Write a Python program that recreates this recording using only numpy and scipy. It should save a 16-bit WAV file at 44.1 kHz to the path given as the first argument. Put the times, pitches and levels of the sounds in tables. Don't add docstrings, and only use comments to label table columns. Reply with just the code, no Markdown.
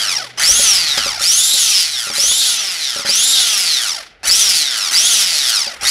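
import sys
import numpy as np
from scipy import signal
from scipy.fft import rfft, irfft, next_fast_len
from scipy.io import wavfile
from scipy.ndimage import uniform_filter1d

SR = 44100
rng = np.random.default_rng(int(sys.argv[2]) if len(sys.argv) > 2 else 0)


def master(y):
    cut = np.clip(np.atleast_2d(y).T, -1, 1)
    pcm = np.round(cut * 32767)
    wavfile.write(sys.argv[1], SR, pcm.astype(np.int16))


N = 260190

# [t/s, level/dB]
HUM_LEVEL = [(0, -51), (1.2, -50.5), (2.1, -56), (2.5, -66.5), (5.9, -72)]
HUM_HZ = 121
# [t/s, rumble level/dB]
WORKTOP_BUMPS = [(.52, -33.5), (.7, -42), (1.03, -38), (2.28, -42.5), (3.12, -49), (4.3, -39.5), (5.9, -34)]
BUMP_RISE_DB_S, BUMP_FALL_DB_S, RUMBLE_FLOOR_DB = 156, 66, -59

# [t/s, knock level/dB, crack level/dB]
BEATER_KNOCKS = [(0.49, -18.5, -28), (0.595, -16, -40), (0.976, -14, -10.5), (1.062, -15.5, -32),
                 (1.209, -23, -36), (1.545, -24, -40), (2.07, -21.5, -33), (2.101, -18, -29),
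                 (2.182, -17.5, -40), (2.236, -23.5, -25), (2.315, -25, -22), (2.962, -19, -28),
                 (2.994, -18.5, -31), (3.05, -16.5, -34), (3.091, -16, -39), (4.252, -29.5, -42),
                 (4.293, -26, -20), (4.345, -26.5, -30), (5.669, -22, -44), (5.829, -22.5, -27)]
# [f/Hz, relative level/dB, decay by 60 dB t60/s]
BOWL_MODES = [(222, -6, 0.22), (311, -6, 0.15), (440, 0.5, 0.084), (563, 9.5, 0.096), (810, 2, 0.065),
              (1600, -5, 0.032)]

# [on t/s, off t/s, pull share, drag share near rest, drag share at top speed]
SWITCH_PRESSES = [(-1, 0, 1, 1.426, 0), (.3619, .6, .936, .959, 1.152), (1.1833, 1.54, .95, 1.001, 1.037),
                  (2.124, 2.42, 1.033, 1.37, .77), (3.0419, 3.35, 1.087, 1.439, .857),
                  (4.2202, 4.4, .991, .314, 1.563), (4.9061, 5.08, 1.145, .916, 1.065),
                  (5.8077, 6.5, .919, 1, 1)]
# [speed/(rev/s), gain/(rev/s per s)]
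MOTOR_PULL = [(10, 3513), (80, 2353), (140, 1370), (200, 584), (240, 410), (280, 29)]
# [speed/(rev/s), loss/(rev/s per s)]
DOUGH_DRAG = [(10, 186), (40, 207), (70, 371), (110, 322), (150, 275), (200, 305), (270, 438)]
START_REV_S, TOP_REV_S = 119, 270
CATCH_S = .0075
STEP_S, STEP_START_S = .01998, .0154

SHAFT_ORDERS = [1, 2, 3, 4, 5, 6, 7, 8, 9, 10, 11, 12, 13, 15, 16, 18, 27, 31, 36]
SHAFT_LEVELS = [-11, -13, -16, -18, -20, -15, -25, -19, -22, -21, -20, -14, -15, -16, -14, -18, -14, -24,
                -23]
# [speed/(rev/s), slots level/dB, 28 commutator bars level/dB, third harmonic level/dB, higher harmonics level/dB]
POWERED_WHINE = [(110, -10, -11, -6, -6), (170, -12, -2, -6, -4), (200, -13, 0, -5, -12),
                 (220, -11, -1, -6, -24), (250, -3, -3, -2, -24), (272, -3, -6, -4, -24)]
COASTING_WHINE = [(15, -24, -20, -24, -24), (40, -6, -11, -11, -9), (60, -4, -8, -9, -7),
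                  (85, -8, -9, -8, -6), (110, -9, -8, -10, -11), (130, -13, -8, -9, -13),
                  (155, -16, -12, -15, -10), (185, -17, -10, -19, -10), (215, -12, -6, -9, -24),
                  (245, -12, -7, -5, -24), (272, -4, -7, -5, -24)]
UPPER_LEVELS = [0, 0.5, 0.5, 0, -1.5, -2.5, -3.5, -4.5]
# [f/Hz, level/dB]
LOWER_WHINE_COLOUR = [(600, -.5), (2500, -2), (3600, .5), (4500, -.5), (6000, -.5), (7500, -2.5),
                      (15000, -5)]
# [f/Hz, level/dB]
UPPER_WHINE_COLOUR = [(600, -6), (2500, -8), (3800, -4), (5200, 3), (6200, 0), (7200, -7), (15000, -10)]

# [f/Hz, relative level/dB]
SHELL_COLOUR = [(82, -56), (140, -21.5), (360, -19), (567, -15), (626, -10.5), (825, -8), (985, -14),
                (1400, -0.5), (1640, -4.5), (3410, 0.5), (4580, 6.5), (5690, 0.5), (8430, -7.5),
                (10300, -7.5), (15500, -29.5)]
# [f/Hz, width/Hz, lift/dB]
SHELL_MODES = [(1520, 170, -1), (1984, 113, 4.5), (3206, 1770, 8), (5535, 1100, 6), (9900, 240, 4),
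               (8550, 210, -4.5), (2750, 730, -3)]
SPLIT_HZ = [110, 700, 2600, 7000]
CUTOFF_HZ = 15650

# [speed/(rev/s), whirr level/dB, brush sizzle level/dB,
# gear grind level/dB, shaft drone level/dB]
POWERED_LEVELS = [(60, -31.5, -35.5, -29, -46), (111, -20, -25, -24.5, -46),
                  (154, -13.5, -19.5, -23, -43.5), (193, -12, -18, -28, -51), (234, -13, -16, -27, -44.5),
                  (265, -16.5, -15, -29, -45.5)]
COASTING_LEVELS = [(1, -64, -85, -50, -52), (17.9, -44.5, -65, -41.5, -58.5),
                   (40.5, -38, -44.5, -33.5, -52.5), (58.5, -30.5, -36, -32.5, -50),
                   (87, -25, -24.5, -27.5, -50), (111, -22, -22, -27.5, -49),
                   (140, -20, -23.5, -30.5, -47.5), (194, -19, -22, -26, -46),
                   (277, -19.5, -20.5, -27.5, -45)]
# [rasp end t/s, whirr powered/dB, rasping/dB, after/dB, sizzle powered/dB, rasping/dB, after/dB,
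#  grind/dB, drone/dB, commutator whine rasping/dB, after/dB]
PRESS_BALANCE = [(.03, 0, 5, 2.3, 0, 8, 4, 1, 6.5, 7, 6), (.8, 1.3, 8.5, 3.5, 0, 6, -2, 2.5, 4.5, 4, -1),
                 (1.87, 1, 4.5, -1, -2, 5, -1, -3, -4, -0.5, -0.5),
                 (2.54, -5, 2, 0.5, 1, 5.5, -5, -3, -1, -12, -3),
                 (3.56, 0, 5, 5, -2.5, 3.5, 5.5, -0.5, 1.2, -5, .5),
                 (4.65, -1.5, 7, 3.5, 2.5, 9, 1.5, -0.7, 2.7, 0.5, -0.5),
                 (5.24, -2.5, 3.5, 0, 3.5, 9.5, 4, 0.2, 2.5, -3, -2),
                 (6.5, 4.5, 0, 0, 6.5, -2, 0, 0.5, 3, 0, 0)]
RASP_FADE_S = 0.077
# [t/s, level/dB]
WHIRR_SWELL = [(0, -1.5), (.2, 2.5), (.5, -6.5), (.93, 1), (.965, -5), (.99, 3.5), (1.02, 0), (1.3, -4.8),
               (1.46, -3.5), (1.79, 4), (1.9, -1.5), (1.96, 2.5), (2.12, -4), (2.4, 4), (2.79, -4),
               (2.83, 3), (3.1, -4.5), (3.38, 2.5), (3.6, -3), (3.73, 2), (3.82, -2.5), (4.1, -4),
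               (4.5, -1), (4.9, -.5), (5.3, 4), (5.58, 6.5), (5.68, 2.5), (5.8, -8), (5.83, -6), (5.9, -7)]
# [t/s, level/dB]
TREBLE_DRIFT = [(0, -10.8), (.3, 4), (1.0, -2), (1.18, 4.5), (1.6, 1), (1.85, -1), (2.1, -4), (2.7, 1),
                (3.04, -1), (3.2, 1.5), (3.7, -3), (3.9, -6), (4.05, 1), (4.2, 2.5), (4.7, -5.5),
                (4.9, -2.5), (5.5, -2.5), (5.7, -1), (5.9, -4)]


def from_db(db):
    return 10 ** (np.asarray(db) / 20)


def rms_one(x):
    return x / np.sqrt(np.mean(x ** 2) + 1e-20)


def interpolate(rows, x):
    places, *columns = np.transpose(rows)
    return [np.interp(x, places, column) for column in columns]


def at_hz(points, hz):
    point_hz, level_db = np.transpose(points)
    return np.interp(np.log(hz), np.log(point_hz), level_db)


def drift(rate_hz):
    pole = np.exp(-2 * np.pi * rate_hz / SR)
    noise = rng.standard_normal(N + SR)
    settled = signal.lfilter([1], [1, -2 * pole, pole * pole], noise)[SR:]
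    return rms_one(settled)


def band_noise(low_hz, high_hz):
    band = signal.butter(2, [low_hz, high_hz], "band", fs=SR, output="sos")
    return rms_one(signal.sosfilt(band, rng.standard_normal(N + SR))[SR:])


def worktop():
    t = np.arange(N) / SR
    wander = 1.2 * drift(3.4)
    hum = np.sqrt(2) * np.sin(2 * np.pi * HUM_HZ * t + wander)
    hum = hum * from_db(interpolate(HUM_LEVEL, t)[0])
    bumps_db = [db - np.maximum(BUMP_RISE_DB_S * (s - t), BUMP_FALL_DB_S * (t - s))
                for s, db in WORKTOP_BUMPS]
    rumble_db = np.maximum(np.max(bumps_db, axis=0), RUMBLE_FLOOR_DB)
    return from_db(rumble_db) * band_noise(38, 68) + hum


def ring(clicks, hz, t60):
    decay = from_db(-60 / (t60 * SR))
    angle = 2 * np.pi * hz / SR
    return signal.lfilter([0, np.sin(angle)], [1, -2 * decay * np.cos(angle), decay * decay], clicks + 1e-18)


def knocks():
    seconds, knock_db, crack_db = np.transpose(BEATER_KNOCKS)
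    at = np.round(seconds * SR).astype(int)
    spread_db = rng.normal(0, 2.5, (len(at), len(BOWL_MODES)))
    bowl = np.zeros(N)
    for k, (hz, level_db, t60) in enumerate(BOWL_MODES):
        clicks = np.zeros(N)
        clicks[at] = from_db(knock_db + level_db - 16 + spread_db[:, k])
        bowl += ring(clicks, hz, t60)
    clicks = np.zeros(N)
    clicks[at] = from_db(crack_db)
    decay = from_db(-60 / (0.076 * SR))
    fade = signal.lfilter([1], [1, -decay], clicks + 1e-18)
    return bowl + fade * band_noise(900, 6500)


def switch(t, lag_s):
    on, off = np.transpose(SWITCH_PRESSES)[:2]
    press = np.searchsorted(on + lag_s, t) - 1
    return press, t < off[press]


def spin():
    t = np.arange(0, N / SR + .05, .001)
    on, off, pull, slow_drag, fast_drag = np.transpose(SWITCH_PRESSES)
    speed, rev_s = np.zeros(len(t)), START_REV_S
    for i, k in enumerate(np.searchsorted(on, t) - 1):
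        speed[i] = rev_s
        if t[i] < off[k]:
            pulled_s = min(.001, t[i] - on[k])
            rev_s += pulled_s * pull[k] * interpolate(MOTOR_PULL, rev_s)[0]
        else:
            share = slow_drag[k] + (fast_drag[k] - slow_drag[k]) * rev_s / TOP_REV_S
            rev_s = max(rev_s - .001 * share * interpolate(DOUGH_DRAG, rev_s)[0], 1)
    return t, speed


def steps(spin_up, coast):
    t = np.arange(N) / SR
    place = (t - STEP_START_S) / STEP_S + 1
    step = np.floor(place).astype(int)
    rising = switch(t, 0)[1]
    pace = np.where(rising, spin_up, coast)
    clock = STEP_START_S + STEP_S * (step - .5 + pace * (place - step - .5))
    return step, clock


def per_step(step, spread):
    values = spread * rng.standard_normal(step.max() + 1)
    return uniform_filter1d(values[step], size=88)


def by_speed(powered_rows, coasting_rows, speed, powered):
    return np.where(powered, interpolate(powered_rows, speed), interpolate(coasting_rows, speed))


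def by_phase(clock, column):
    press, powered = switch(clock, CATCH_S)
    ends, *balance = np.transpose(PRESS_BALANCE)[:, press]
    rasp = np.clip((ends - clock) / RASP_FADE_S + .5, 0, 1)
    return powered, rasp * balance[column] + (1 - rasp) * balance[column + 1], balance


def levels(clock, speed):
    powered, coasting_whirr_db, balance = by_phase(clock, 1)
    coasting_sizzle_db = by_phase(clock, 4)[1]
    whirr_db = np.where(powered, balance[0], coasting_whirr_db) + interpolate(WHIRR_SWELL, clock)[0]
    sizzle_db = np.where(powered, balance[3], coasting_sizzle_db) + interpolate(TREBLE_DRIFT, clock)[0]
    total_db = by_speed(POWERED_LEVELS, COASTING_LEVELS, speed, powered)
    total_db += [whirr_db, sizzle_db, balance[6], balance[7]]
    return uniform_filter1d(total_db, size=110, axis=1)


def partials(multiples, levels_db, colour, speed, turn, step, skip, beat_db):
    out = np.zeros(N)
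    for order, level_db in zip(multiples, levels_db):
        hz = order * speed
        audible = np.clip((CUTOFF_HZ - hz) / 500, 0, 1)
        gain = from_db(level_db + at_hz(colour, hz) + per_step(step, beat_db))
        phase = per_step(step, skip) + rng.uniform(0, 2 * np.pi)
        out += audible * gain * np.sin(order * turn + phase)
    return out


def armature(step, clock, speed, wobble, throb, runout, grit_db):
    speed = uniform_filter1d(speed, size=44)
    powered, coasting_bars_db, _ = by_phase(clock, 8)
    tones_db = by_speed(POWERED_WHINE, COASTING_WHINE, speed, powered)
    tones_db[1] += ~powered * coasting_bars_db
    speed = speed * (1 + wobble * (speed / 250) ** 2 * drift(250))
    turn = 2 * np.pi * np.cumsum(speed) / SR

    slot_db, bars_db, third_db, upper_db = uniform_filter1d(tones_db, size=88, axis=1)
    lower_levels = [slot_db, bars_db, third_db]
    upper_levels = [upper_db + db for db in UPPER_LEVELS]
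    slots = 14 * np.arange(1, len(lower_levels + upper_levels) + 1)
    whine = partials(slots[:3], lower_levels, LOWER_WHINE_COLOUR, speed, turn, step, skip=1.2, beat_db=2.8)
    whine += partials(slots[3:], upper_levels, UPPER_WHINE_COLOUR, speed, turn, step, skip=1.2, beat_db=2.8)
    runout = runout * (1 + .4 * (speed / 250) ** 4)
    whine = whine * (1 + runout * np.cos(turn + drift(15.4))) / np.sqrt(1 + runout ** 2 / 2)

    flat = [(100, 0), (9000, 0)]
    shaft = partials(SHAFT_ORDERS, SHAFT_LEVELS, flat, speed, turn, step, skip=.6, beat_db=3.0)
    grit = from_db(grit_db * drift(100))
    brushes = rng.standard_normal(N) * (1 + throb * np.cos(turn)) * grit
    return rms_one(brushes) + whine + shaft


def casing(source):
    size = next_fast_len(N)
    hz = np.maximum(np.arange(size // 2 + 1) * SR / size, 1)
    colour_db = at_hz(SHELL_COLOUR, hz)
    for mode_hz, width, lift_db in SHELL_MODES:
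        colour_db = colour_db + lift_db / (1 + (2 * (hz - mode_hz) / width) ** 2)
    spectrum = rfft(source, size) * from_db(colour_db)
    above = [1 / (1 + (edge / hz) ** 8) for edge in SPLIT_HZ] + [0]
    return [rms_one(irfft(spectrum * (low - high), size)[:N]) for low, high in zip(above, above[1:])]


def mixer():
    step, clock = steps(spin_up=.15, coast=.55)
    speed = np.interp(clock, *spin())
    whirr_db, sizzle_db, grind_db, drone_db = levels(clock, speed)
    source = armature(step, clock, speed, wobble=.013, throb=.35, runout=.5, grit_db=.9)
    drone, grind, whirr, sizzle = casing(source)
    sizzle_db = sizzle_db + per_step(step, 1.4)
    body = from_db(whirr_db) * whirr + from_db(sizzle_db) * sizzle
    body += from_db(grind_db) * grind + from_db(drone_db) * drone
    return from_db(per_step(step, 0.27)) * body


def scene():
    return (worktop() + knocks() + mixer())[None]


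def record(dry):
    bass_cut = signal.butter(2, 38, "high", fs=SR, output="sos")
    top_cut = signal.ellip(12, .5, 80, CUTOFF_HZ, fs=SR, output="sos")
    rounded = .96 * np.tanh(signal.sosfilt(bass_cut, dry) / .96)
    return signal.sosfilt(top_cut, rounded)


dry = scene()
out = record(dry)
master(out)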